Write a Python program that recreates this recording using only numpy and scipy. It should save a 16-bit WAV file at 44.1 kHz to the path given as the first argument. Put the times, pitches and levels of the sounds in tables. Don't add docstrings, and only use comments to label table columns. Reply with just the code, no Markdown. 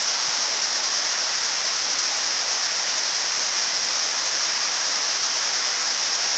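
import sys
import numpy as np
from scipy import signal
from scipy.fft import rfft, irfft, next_fast_len
from scipy.io import wavfile
from scipy.ndimage import uniform_filter1d

SR = 44100
rng = np.random.default_rng(int(sys.argv[2]) if len(sys.argv) > 2 else 0)


def generate_wav(signal):
    frames = np.transpose(np.atleast_2d(signal))
    scaled = np.clip(frames, -1, 1) * 32767
    pcm = np.round(scaled).astype(np.int16)
    wavfile.write(sys.argv[1], SR, pcm)


def voltage_ratio(decibels):
    exponent = np.asarray(decibels, float) / 20
    return 10 ** exponent


N = 281067

# [Hz, dB per Hz]
RAIN_HISS = [(2600, -41.5), (3600, -15.5), (4300, -8), (4700, -6.5), (5100, -0.5), (5600, -0.5),
             (5900, -0.5), (6400, -8), (6900, -24), (7600, -41)]
# [Hz, dB per Hz]
FINE_SPRAY = [(6000, -23.5), (6800, 2), (7300, 0), (7700, -9.5), (8000, -16), (8600, -21.5), (9500, -21)]
# [s, dB]
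DOWNPOUR = [
    (0, .3),
    (1.2, -0.13),
    (3.3, -0.2),
    (4.3, 0.18),
    (6.37, 0.18),
]
# [s, dB, dB]
CLOSE_DROPS = [
    (.02, -38, -36),
    (1.406, -42, -40),
    (1.986, -38, -30),
    (2.167, -39, -32),
    (3.847, -43, -34),
    (4.256, -44, -38),
    (5.174, -53, -40),
    (5.821, -44, -35),
]
# [s, s, Hz, Hz, dB]
RISING_DRIP = (.82, .14, 1023, 1183, -36.5)
# [s, dB, Hz]
PHONE_BUMPS = [
    (0.279, -38.5, 167),
    (0.499, -52.5, 81),
]
# [Hz, dB per Hz]
FLOOD_ROAR = [(40, -59.5), (90, -22), (130, -19.5), (250, -11), (372, -9.5), (668, -1.5), (1100, -1),
              (1900, 1), (2420, -3), (3100, -3), (3700, -3.5), (4810, -33.5), (8000, -93)]
# [Hz, dB per Hz]
WIND_RUMBLE = [(10, -3), (25, -4.5), (45, -13), (80, -0.5), (110, -7), (200, -41)]
# [s, s]
RUMBLE_DIPS = [(.16, .09), (.66, .06), (1.3, .2), (1.98, .22), (2.7, .2), (3.08, .11), (3.5, .07),
               (3.97, .19), (4.48, .12), (4.93, .04), (6.08, .13)]
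HIGH_COPIES = [(20, 36, 16, .35), (36, 47, 28, .6)]
LEVEL_EDGES = [20, 22, 24, 26, 28, 30, 32, 36, 40, 42, 47]

HISS_DB, SPRAY_DB, FLOOD_DB = -26, -43.5, -31.5
WIND_DB, DIP_DB = -69, -12
SLOT_HZ = 24000 / 128
LOWS_SR, HOP, FIRST_SAMPLE = 12000, 512, 444


def evened(x):
    return x / np.sqrt(np.mean(x ** 2) + 1e-20)


def read(points, hz):
    f, value = np.transpose(points)
    return np.interp(np.log(hz + 1), np.log(f + 1), value)


def coloured(x, spectrum):
    size = next_fast_len(len(x))
    gain = voltage_ratio(read(spectrum, np.fft.rfftfreq(size, 1 / SR)))
    return evened(irfft(rfft(x, size) * gain, size)[:len(x)])


def weather(level_db, follows):
    downpour_db = np.interp(np.arange(N) / SR, *np.transpose(DOWNPOUR))
    return voltage_ratio(level_db + follows * downpour_db)


def add(mix, start_s, sound):
    part = mix[round(start_s * SR):][:len(sound)]
    part += sound[:len(part)]


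def patter(drops_per_s, spread_db, blur):
    size = voltage_ratio(spread_db * np.minimum(rng.exponential(1, N), 5)) * rng.choice([-1., 1.], N)
    drops = size * (rng.random(N) < drops_per_s / SR)
    blur = np.clip(blur, 0, 1)
    return np.sqrt(1 - blur) * evened(drops) + np.sqrt(blur) * rng.standard_normal(N)


def rain():
    clumps = uniform_filter1d(rng.standard_normal(N), size=1100)
    clumps = evened(uniform_filter1d(clumps, size=400))
    clumps = evened(clumps - uniform_filter1d(clumps, size=3500))
    hiss = coloured(patter(4000, 3.0, .5), RAIN_HISS)
    spray = coloured(patter(2000, 3.5, 0.46), FINE_SPRAY)
    hiss = weather(HISS_DB, 0.93) * voltage_ratio(1.6 * clumps) * hiss
    spray = weather(SPRAY_DB, .7) * voltage_ratio(1.0 * clumps) * spray
    return hiss + spray


def close_drops():
    out, t = np.zeros(N), np.arange(2048) / SR
    for start_s, splash_db, body_db in CLOSE_DROPS:
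        burst = rng.standard_normal((2, len(t))) * np.exp(-t / .008)
        splash = voltage_ratio(splash_db) * coloured(burst[0], FINE_SPRAY)
        body = voltage_ratio(body_db) * coloured(burst[1], RAIN_HISS)
        add(out, start_s, (splash + body) * np.minimum(t / 0.0013, 1))
    return out


def rising_drip():
    out = np.zeros(N)
    start_s, length_s, first_hz, last_hz, top_db = RISING_DRIP
    progress = np.arange(0, length_s, 1 / SR) / length_s
    swell = voltage_ratio(top_db) * np.sin(np.pi * progress ** .9) ** 1.2
    pitch_hz = first_hz + (last_hz - first_hz) * progress
    add(out, start_s, swell * np.sin(2 * np.pi * np.cumsum(pitch_hz) / SR))
    return out


def handling():
    out, t = np.zeros(N), np.arange(6000) / SR
    for start_s, peak_db, pitch_hz in PHONE_BUMPS:
        envelope = np.exp(-t / 0.01) * np.minimum(t / .005, 1)
        add(out, start_s, voltage_ratio(peak_db) * np.sin(2 * np.pi * pitch_hz * t) * envelope)
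    return out


def flood():
    frames = N // 256 + 5
    a, b, patches = rng.standard_normal((frames, 513, 3)).T
    patches = uniform_filter1d(patches, size=10, axis=0)
    patches = evened(uniform_filter1d(patches, size=10, axis=1))
    churn = signal.istft((a + 1j * b) * voltage_ratio(.8 * patches), nperseg=1024, noverlap=768)[1][:N]
    water = evened(churn) + 0.28 * patter(2500, 3.0, 0.12)
    return weather(FLOOD_DB, .8) * coloured(water, FLOOD_ROAR)


def wind():
    t = np.arange(N) / SR
    dip = sum(np.exp(-((t - middle_s) / half_s) ** 4) for middle_s, half_s in RUMBLE_DIPS)
    gain = voltage_ratio(WIND_DB + DIP_DB * np.minimum(dip, 1))
    return gain * coloured(rng.standard_normal(N), WIND_RUMBLE)


def scene():
    near = rain() + close_drops() + rising_drip() + handling()
    return (near + flood() + wind())[None]


def coarse_lows(x, step_share=1.1, wobble_db=2.0, least_db=-37):
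    lead = 2 * HOP - FIRST_SAMPLE
    lows = signal.resample_poly(x, 40, 147)
    lows = np.r_[np.zeros(lead), lows, np.zeros(3 * HOP)]
    window = signal.windows.kaiser_bessel_derived(2 * HOP, 4 * np.pi)
    n, line = np.arange(2 * HOP)[:, None], np.arange(320)
    cosines = np.cos(np.pi / HOP * (n + .5 + HOP / 2) * (line + .5))
    basis = window[:, None] * cosines * np.sqrt(2 / HOP)
    lines = np.lib.stride_tricks.sliding_window_view(lows, 2 * HOP)[::HOP] @ basis

    usual = np.sqrt(uniform_filter1d((lines ** 2).mean(0), size=8))
    wobble = voltage_ratio(wobble_db * rng.standard_normal((len(lines), 40)).repeat(8, axis=1))
    step = np.maximum(step_share * usual, voltage_ratio(least_db) / 2) * wobble
    whole_steps = np.floor((abs(lines) / step) ** .75 + .4054)
    rounded = np.sign(lines) * whole_steps ** (4 / 3) * step
    lines = rounded + .03 * lines

    halves = (lines @ basis.T).reshape(len(lines), 2, HOP)
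    joined = (halves[1:, 0] + halves[:-1, 1]).ravel()[lead - HOP:]
    return signal.resample_poly(joined, 147, 40)[:N]


def shifted(x, first, last, shift, noise):
    size = next_fast_len(N)
    z, per_slot = rfft(x, size), SLOT_HZ * size / SR
    lo, hi, by = round(first * per_slot), round(last * per_slot), round(shift * per_slot)
    source = z[lo - by:hi - by]
    source = source / np.sqrt(uniform_filter1d(abs(source) ** 2, size=4000))
    fill = (rng.standard_normal((hi - lo, 2)) @ [1, 1j]) / np.sqrt(2)
    out = np.zeros_like(z)
    out[lo:hi] = np.sqrt(1 - noise) * source + np.sqrt(noise) * fill
    return irfft(out, size)[:N]


def rebuilt_highs(x, lows, step_db=1.5):
    frames = dict(nperseg=320, noverlap=240, nfft=512)
    hz, t, z = signal.stft(x, SR, **frames)
    hits = np.transpose(CLOSE_DROPS)[0]
    regular = np.arange(.022, t[-1], HOP / LOWS_SR)
    borders = np.sort(np.r_[regular, hits, hits + .008, hits + .018])
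    block = np.searchsorted(borders, t)
    inside = (block[:, None] == np.unique(block)).astype(float)

    def block_power(bins):
        return (abs(bins) ** 2).sum(0) @ inside / inside.sum(0) + 1e-20

    slot, out = hz / SLOT_HZ, 0
    top_fade = voltage_ratio(-80 * np.clip(slot - 45.8, 0, 2) ** 2 / 2)[:, None]
    for first, last, shift, noise in HIGH_COPIES:
        copy = signal.stft(shifted(lows, first, last, shift, noise), SR, **frames)[2]
        gain = np.zeros(z.shape)
        for lo, hi in zip(LEVEL_EDGES, LEVEL_EDGES[1:]):
            band = (slot >= lo) & (slot < hi) & (lo >= first) & (hi <= last)
            wanted_db = 10 * np.log10(block_power(z[band]))
            wanted = voltage_ratio(step_db * np.round(wanted_db / step_db))
            gain[band] = inside @ (wanted / np.sqrt(block_power(copy[band])))
        gain[slot < first] = gain[slot >= first][0]
        gain[slot >= last] = gain[slot < last][-1]
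        out = out + gain * copy * top_fade
    return signal.istft(out, SR, **frames)[1][:N]


def top_cut(x):
    return signal.sosfilt(signal.butter(12, 8780, fs=SR, output="sos"), x)


def record(dry):
    lows = coarse_lows(dry[0])
    mix = (lows + rebuilt_highs(dry[0], lows))[None]
    return top_cut(mix)


dry = scene()
out = record(dry)
generate_wav(out)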